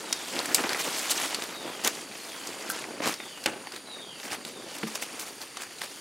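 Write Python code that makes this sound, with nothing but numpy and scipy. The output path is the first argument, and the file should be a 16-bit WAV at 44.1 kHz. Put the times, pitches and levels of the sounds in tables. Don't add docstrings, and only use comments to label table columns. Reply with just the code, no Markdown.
import sys
import numpy as np
from scipy import signal
from scipy.fft import rfft, irfft, next_fast_len
from scipy.io import wavfile
from scipy.ndimage import uniform_filter1d, map_coordinates

SR = 44100
rng = np.random.default_rng(int(sys.argv[2]) if len(sys.argv) > 2 else 0)


def persist_wave(psi):
    counts = np.round(np.clip(psi, -1, 1) * 32767).astype(np.int16)
    wavfile.write(sys.argv[1], SR, np.atleast_2d(counts).T)


def amplitude_ratio(level_db):
    exponent = np.asarray(level_db, float) / 20
    return 10 ** exponent


N = 264688

# start in [s], length in [s], level in [dB],
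# colour in [octaves over 1 kHz].
CRUNCHES = [(0.323, 0.068, -38.5, -0.2), (0.586, .018, -33.5, -1.5), (0.635, 0.017, -32, -1.1),
            (0.783, 0.031, -36.5, 2.2), (0.84, 0.012, -37, 4.5), (.868, 0.013, -37, -1.2),
            (0.954, 0.041, -40.5, 1.5), (1.097, 0.021, -29.5, 2.2), (1.15, 0.013, -40.5, 1.5),
            (1.236, 0.022, -37.5, 0.7), (1.425, .01, -46, 3), (1.837, 0.033, -29.5, 0.85),
            (1.868, .012, -39, -0.5), (2.692, 0.02, -34, 5), (3.016, 0.05, -32, -0.27),
            (3.048, 0.046, -34.5, .9), (3.091, 0.039, -41, 0.8), (3.464, 0.024, -36, -0.8),
            (3.726, 0.041, -46.5, 0.5), (4.229, 0.054, -43.5, 0.2), (4.301, 0.04, -38, 0.56),
            (4.741, 0.02, -46.5, 1.5), (4.867, 0.0094, -42, 1.7), (4.948, 0.0086, -37, 1.5),
            (5.014, 0.016, -38.5, 2.6), (5.19, 0.032, -42, 2.9), (5.259, 0.028, -45.5, 2),
            (5.4, 0.03, -46, 1.3), (5.606, 0.019, -43, 2.5), (5.806, 0.04, -43.5, 1.3)]
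# start in [s], peak in [dB], pitch in [Hz], dying noise in [dB re peak].
CLIMB_BREAKS = [(.127, -10, 4600, -7), (.250, -27, 4500, -14), (.282, -28, 5500, -8.5),
                (0.366, -21, 2600, -14.5), (.3855, -29, 5200, -9), (0.391, -11, 4200, -19),
                (.457, -27.5, 6200, -5), (0.5463, 1, 7340, -12), (.560, -20.5, 7600, -5),
                (0.582, -21, 1350, -9), (0.59, -27, 1400, -12), (0.638, -21, 1700, -2),
                (.660, -27, 2400, -11), (0.693, -12, 4160, -16), (0.7318, -16, 5270, -14),
                (.747, -17.5, 1900, -8), (0.8, -23, 2400, -13), (.812, -21, 4300, -18),
                (0.846, -29, 6700, -14), (.886, -31, 3300, -18), (0.962, -28, 5130, -13),
                (.993, -14.5, 7000, -16), (1.097, -15, 3220, -26), (1.176, -22, 6000, -12),
                (1.238, -21.5, 2420, -8), (1.346, -11.5, 4150, -14.5), (1.421, -22.5, 3500, -7),
                (1.438, -27, 6900, -9.5), (1.848, -6.5, 6050, -19.5), (1.875, -8, 6400, -9.5)]
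# start in [s], peak in [dB], pitch in [Hz],
# dying noise in [dB re peak].
SHIFT_BREAKS = [(2.115, -31, 2300, -20), (2.156, -29, 2800, -14), (2.471, -25.5, 5000, -4.5),
                (2.7, -16.5, 7700, -9), (2.841, -24, 2110, -14), (3.002, -31, 890, 0.5),
                (3.140, -18, 4600, -12), (3.202, -24.5, 2000, -8), (3.375, -29.5, 2730, -9),
                (3.439, -27.5, 4800, -3.5), (3.4596, -12, 2540, -2), (3.497, -34, 2600, 3),
                (3.671, -30, 2160, -2), (3.721, -25.5, 4300, -11), (3.762, -26, 3800, -8.5),
                (3.914, -36, 2900, -20), (4.199, -34, 2700, 0), (4.232, -32.5, 1790, -6),
                (4.450, -21, 3740, -9.5), (4.476, -30, 4300, -10), (4.784, -27.5, 8040, -9),
                (4.830, -30.5, 1540, 3), (4.9503, -27, 3200, -14), (4.955, -21, 5830, -9),
                (5.024, -20, 2640, -7.5), (5.196, -19, 6840, -14), (5.416, -25.5, 4370, -15),
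                (5.570, -28.5, 2660, 2.5), (5.785, -30.5, 3800, -7), (5.816, -23, 2900, -4.5)]
BAND_OCTAVES = np.array(np.array([-1.5, .4, 2.1, 3.3]))
# frequency in [Hz], left-right likeness [0-1].
ALIKE = [(30, 0.55), (70, 0.75), (150, 0.94), (400, 0.987), (1500, 0.997), (3000, .991), (6000, .975),
         (12000, 0.97)]


def unit(x):
    return x / np.sqrt(np.mean(x ** 2) + 1e-20)


def along(points, hz):
    f, v = np.transpose(points)
    return np.interp(np.log(hz + 1), np.log(f + 1), v)


def wobble(rate_hz):
    knots = rng.standard_normal(int(N * rate_hz / SR) + 4)
    return map_coordinates(knots, [np.arange(N) * rate_hz / SR])


def puffs(per_second, scatter_db, life_s):
    draw = rng.random((2, N))
    size = amplitude_ratio(scatter_db * -np.log(draw[1] + 1e-9).clip(-4)) * (draw[0] < per_second / SR)
    return unit(signal.lfilter([1], [1, -np.exp(-1 / (life_s * SR))], size))


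def filtered(x, response):
    m = next_fast_len(N + SR // 4)
    return irfft(rfft(x, m) * response(np.fft.rfftfreq(m, 1 / SR)), m)[..., :N]


def spread(pair, alike):
    def mid_side_gains(hz):
        turn = np.arccos(np.clip(along(alike, hz), -1, 1)) / 2
        return np.array([np.cos(turn), np.sin(turn)])

    mid, side = filtered(pair, mid_side_gains)
    return np.array([mid + side, mid - side])


def forest():
    # frequency in [Hz], density in [dB per Hz].
    air = [(25, -20.5), (60, -4), (150, -3.5), (400, 0.5), (1000, -11.5), (3000, -10), (7000, -15),
           (11000, -18), (16000, -36)]
    # centre in [Hz], width in [Hz], level in [dB].
    insects = [
        (4620, 450, -55.5),
        (6760, 380, -61),
        (9340, 950, -56.5),
    ]
    hush = filtered(rng.standard_normal((2, N)), lambda hz: amplitude_ratio(along(air, hz)))
    out = amplitude_ratio(-50.5) * unit(spread(hush, ALIKE))
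    for centre_hz, width_hz, db in insects:
        band = filtered(rng.standard_normal((2, N)), lambda hz: np.exp(-2 * ((hz - centre_hz) / width_hz) ** 2))
        pulse = amplitude_ratio(db + 0.82 * wobble(3.9) + 1.7 * wobble(50))
        out += pulse * unit(spread(band, [(100, .9)]))
    return out


def crackle(grain_db, patchy_db):
    sway_db, centred_db = 4.5, -1
    grains = 1 + amplitude_ratio(grain_db) * puffs(400, 2.3, 0.00092)
    z = signal.stft(rng.standard_normal((2, N)) * grains, nperseg=128)[2]

    def patches(bins, frames):
        rough = rng.standard_normal(z.shape[1:])
        return unit(uniform_filter1d(uniform_filter1d(rough, size=bins, axis=0), size=frames, axis=1))

    field = patches(5, 5)
    z[1] *= amplitude_ratio(sway_db * patches(9, 45) + centred_db)
    return signal.istft(z * amplitude_ratio(patchy_db * field), nperseg=128)[1][:, :N]


def four_bands(x):
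    edges_hz = [700, 2500, 7000]

    def band_gains(hz):
        lows = [1 / (1 + (hz / edge) ** 6) for edge in edges_hz]
        low = np.array([0 * hz] + lows + [1 + 0 * hz])
        return np.sqrt(np.diff(low, axis=0).clip(0))[:, None]

    return [unit(part) for part in filtered(x[None], band_gains)]


def coloured(db, octave, fall_db):
    return db - fall_db * (BAND_OCTAVES[:, None] - octave) ** 2


def rustle_power(t):
    # time in [s], pressure in [dB], colour in [octaves over 100 Hz].
    rustle = [(0.0, -35, 3.48), (0.35, -36.5, 4.16), (0.72, -29.5, 4.04), (0.98, -30.5, 4.4),
              (1.2, -30, 4.57), (1.42, -35.5, 3.93), (1.84, -38.5, 3.83), (2.0, -40.5, 3.24),
              (2.22, -39.5, 4.52), (2.62, -37, 3.93), (2.94, -38, 2.9), (3.29, -42.5, 4.2),
              (3.72, -45.5, 3.1), (4.18, -44.5, 3.44), (4.63, -42.5, 3.45), (4.91, -39, 4.1),
              (5.61, -46, 4.9), (6.0, -43, 4.6)]
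    shares_db = [-4, -8, -6.5, -10]
    s, pressure_db, colour = np.transpose(rustle)
    octave = np.interp(t, s, colour) - np.log2(10)
    levels = coloured(np.interp(t, s, pressure_db), octave, fall_db=1.27)
    power = np.array([amplitude_ratio(2.036 * (db + share + 0.97 * wobble(14) + 1.5 * wobble(3.52)))
                      for db, share in zip(levels, shares_db)])
    return power * amplitude_ratio(0.67 * wobble(30))


def drag_power(t):
    # middle in [s], half length in [s], level in [dB], colour in [octaves over 1 kHz].
    drags = [(0.01, .06, -47, -5.2), (0.52, 0.17, -41.5, 4.5), (0.642, .05, -40, -6),
             (1.13, 0.064, -39, -3), (1.32, .05, -42, 1), (1.345, 0.094, -49, -6), (1.66, 0.048, -39, -2),
             (1.97, 0.076, -43, 1.7), (2.605, .04, -46, -2.5), (2.763, 0.099, -41.5, 1.3),
             (3.01, 0.034, -47, 0.6), (3.55, .06, -38.5, -2.4), (3.94, 0.057, -49.5, 0),
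             (4.243, 0.052, -48.5, 2.5), (4.49, 0.038, -48, 2), (4.72, 0.056, -46, 1.5),
             (5.192, 0.094, -49, 0), (5.61, 0.056, -43.5, 0)]
    power = np.zeros((4, N))
    for middle, half, db, octave in drags:
        near = slice(max(0, round((middle - 3 * half) * SR)), round((middle + 3 * half) * SR))
        swell = np.exp(-2 * ((t[near] - middle) / half) ** 2)
        power[:, near] += amplitude_ratio(2 * coloured(db, octave, fall_db=6)) * swell
    return power


def snap_tail_power():
    body_fall_db, tail_fall_db = 4.5, 14
    t60_s = 0.024 * np.array([[2.6], [1.5], [1.01], [.8]])
    tails, u = np.zeros((4, N + SR)), np.arange(SR // 4) / SR
    for start, peak_db, hz, tail_db in CLIMB_BREAKS + SHIFT_BREAKS:
        octave = np.log2(hz / 1000)
        fall_db = np.where(BAND_OCTAVES[:, None] < octave, body_fall_db, tail_fall_db)
        db = coloured(peak_db + tail_db, octave, fall_db)
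        tails[:, round((start + .0006) * SR):][:, :len(u)] += amplitude_ratio(2 * (db - 60 * u / t60_s))
    return tails[:, :N]


def crunch_power():
    pressed, u = np.zeros((4, N + SR)), np.arange(SR // 4) / SR
    for start, length, db, octave in CRUNCHES:
        release = amplitude_ratio(-120 * (u - length).clip(0) / (0.045 + 2.2 * length))
        shape = (1 - np.exp(-u / (0.37 * length))) * release
        pressed[:, round(start * SR):][:, :len(u)] += amplitude_ratio(2 * coloured(db, octave, fall_db=1.37)) * shape
    smoothness = np.array([[6], [3], [2.2], [2.2]])
    steps = (smoothness + puffs(260, 1.5, .0015)) ** 2
    return pressed[:, :N] * steps / np.mean(steps, axis=1, keepdims=True)


def leaves():
    # frequency in [Hz], density in [dB per Hz].
    litter = [(40, -20), (100, -14.5), (200, -3.5), (300, 1), (600, -4.5), (1500, -7), (4000, -8),
              (8000, -5.5), (11000, -5.5), (16000, -12)]
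    t = np.arange(N) / SR
    power = rustle_power(t) + drag_power(t) + crunch_power() + snap_tail_power()
    bed = crackle(grain_db=-11, patchy_db=2.5)
    bed = spread(filtered(bed, lambda hz: amplitude_ratio(along(litter, hz))), ALIKE)
    return sum(np.sqrt(p) * band for p, band in zip(power, four_bands(bed)))


def birds():
    # start in [s], length in [s], top pitch in [Hz].
    glides = [
        (.02, .38, 4130),
        (1.44, .42, 4230),
        (3.825, .37, 4200),
    ]
    glide_db = [-49, -50, -47]
    # start in [s], length in [s], level in [dB].
    drops = [
        (2.13, .3, -52),
        (5.73, .3, -55),
    ]
    # start in [s], length in [s], top pitch in [Hz], level in [dB].
    slides = [
        (3.15, .27, 3900, -51),
        (4.49, .27, 4050, -53),
    ]
    phrase = [(0, 1), (.13, .92), (.3, .893), (.6, .765), (.71, .735), (.8, .665), (1, .62)]
    held_drop = [(0, 1), (.1, .962), (.35, .946), (.43, .81), (.73, .69), (1, .65)]
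    even_slide = [(0, 1), (.2, .91), (.42, .82), (.67, .73), (1, .65)]
    # time in [share of length], level in [dB].
    breath = [(0, -8), (.1, -3), (.22, 0), (.4, -1), (.72, -2.5), (1, -12)]
    drop_hz, edge_s = 4450, .01
    out, t = np.zeros(N), np.arange(N) / SR
    flutter, swell = wobble(80), wobble(30)
    calls = [(*row, db, phrase) for row, db in zip(glides, glide_db)]
    calls += [(s, length, drop_hz, db, held_drop) for s, length, db in drops]
    calls += [(*row, even_slide) for row in slides]
    for s, length, top_hz, db, tune in calls:
        u = (t - s) / length
        glide = uniform_filter1d(np.interp(u, *np.transpose(tune)), size=800)
        pitch_hz = top_hz * glide + 40 * flutter
        edges = (np.minimum(u, 1 - u) * length / edge_s).clip(0, 1)
        level = amplitude_ratio(db + np.interp(u, *np.transpose(breath))) * edges
        out += level * amplitude_ratio(1.4 * swell) * np.sin(2 * np.pi * np.cumsum(pitch_hz) / SR)
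    return out


def trunks(x, rise_s):
    # frequency in [Hz], t60 in [s].
    decay = [(200, .25), (3000, .42), (10000, .2)]
    hz, t, z = signal.stft(rng.standard_normal((2, SR // 2)), SR, nperseg=256)
    build = 1 - np.exp(-(t + 0.00088) / rise_s)
    fade = amplitude_ratio(-60 * t / along(decay, hz)[:, None])
    tail = signal.istft(z * build * fade, SR, nperseg=256)[1]
    tail = tail[0] + 0.11 * np.array([[1], [-1]]) * tail[1]
    return signal.fftconvolve(x[None], tail / np.linalg.norm(tail[0]), axes=1)[:, :N]


def cracks():
    splinter_s, splinter_db = 0.0046, -10.5
    crush_gap_s, crush_db = .004, 7
    rows = []
    for (s, db, hz, _), draw in zip(CLIMB_BREAKS + SHIFT_BREAKS, rng.standard_normal((60, 3))):
        for k in range(3):
            time_s = s + k * splinter_s * (1 + .15 * draw[k])
            rows.append((time_s, hz * (1 + 0.02 * k * draw[k]), db + k * splinter_db))
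    for (s, length, db, octave), draw in zip(CRUNCHES, rng.standard_normal((30, 3, 16))):
        after = np.cumsum(crush_gap_s * np.exp(.6 * draw[0]))
        pitch_hz = (1000 * 2 ** (0.45 * octave + 1.397 + 0.53 * draw[1])).clip(800, 9000)
        fading_db = -60 * (after - length).clip(0) / (0.041 + length)
        rows += list(zip(s + after, pitch_hz, db + crush_db + 2.5 * draw[2] + fading_db))
    return rows


def twigs():
    out, u, rows = np.zeros(N + SR), np.arange(SR // 8 // 8) / SR, cracks()
    for (start, hz, db), draw in zip(rows, rng.standard_normal((len(rows), 2))):
        attack = 1 - np.exp(-6 * u * hz)
        body = attack * amplitude_ratio(-60 * u * hz / 10) * np.sin(2 * np.pi * 1.07 * hz * u)
        edge = .25 * amplitude_ratio(-60 * u * hz / 5) * np.sin(2 * np.pi * hz * (1.7 + .15 * draw[1]) * u)
        out[round(start * SR):][:len(u)] += np.sign(draw[0]) * amplitude_ratio(db + 2.5) * (body + edge)
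    return out[:N]


def thuds():
    # start in [s], pitch in [Hz], level in [dB], t60 in [s].
    modes = [(4.8325, 215, -26, .13), (4.8322, 310, -21, .035), (4.8315, 450, -28, .07),
             (4.845, 170, -33, .1), (4.8702, 1200, -38, 0.08), (4.3152, 106, -36, 0.084),
             (0.7002, 235, -36, .06), (3.4602, 570, -26, 0.06), (3.4603, 850, -24, .05),
             (3.461, 95, -33, .1), (3.4605, 320, -29, .05), (3.4604, 1500, -24, .03),
             (2.6992, 1570, -25, .04), (2.7002, 1340, -26, .04), (3.0042, 590, -20, 0.016),
             (3.0035, 300, -28, .05)]
    out, u = np.zeros(N + SR), np.arange(SR // 8) / SR
    for start, hz, db, t60 in modes:
        attack = 1 - np.exp(-3.5 * u * hz)
        out[round(start * SR):][:len(u)] += amplitude_ratio(db - 60 * u / t60) * attack * np.sin(2 * np.pi * hz * u)
    return out[:N]


def scene():
    wood, song = twigs() + thuds(), birds()
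    close = wood * amplitude_ratio([[.2], [-.2]]) + amplitude_ratio(-8.0) * trunks(wood, rise_s=0.0021)
    far = amplitude_ratio(-9) * song + amplitude_ratio(2) * trunks(song, rise_s=.02)
    return forest() + leaves() + far + close


def band_limit(x):
    return signal.sosfilt(signal.butter(12, 16520, fs=SR, output="sos"), x)


def record(dry):
    top_hz = 15800
    bass_cut = signal.sosfilt(signal.butter(2, 130, "high", fs=SR, output="sos"), dry)
    port_noise = filtered(rng.standard_normal((2, N)), lambda hz: 12 / (1 + (hz / 70) ** 2))
    mix = filtered(bass_cut + amplitude_ratio(-79.0) * port_noise, lambda hz: hz < top_hz)
    return band_limit(mix)


dry = scene()
out = record(dry)
persist_wave(out)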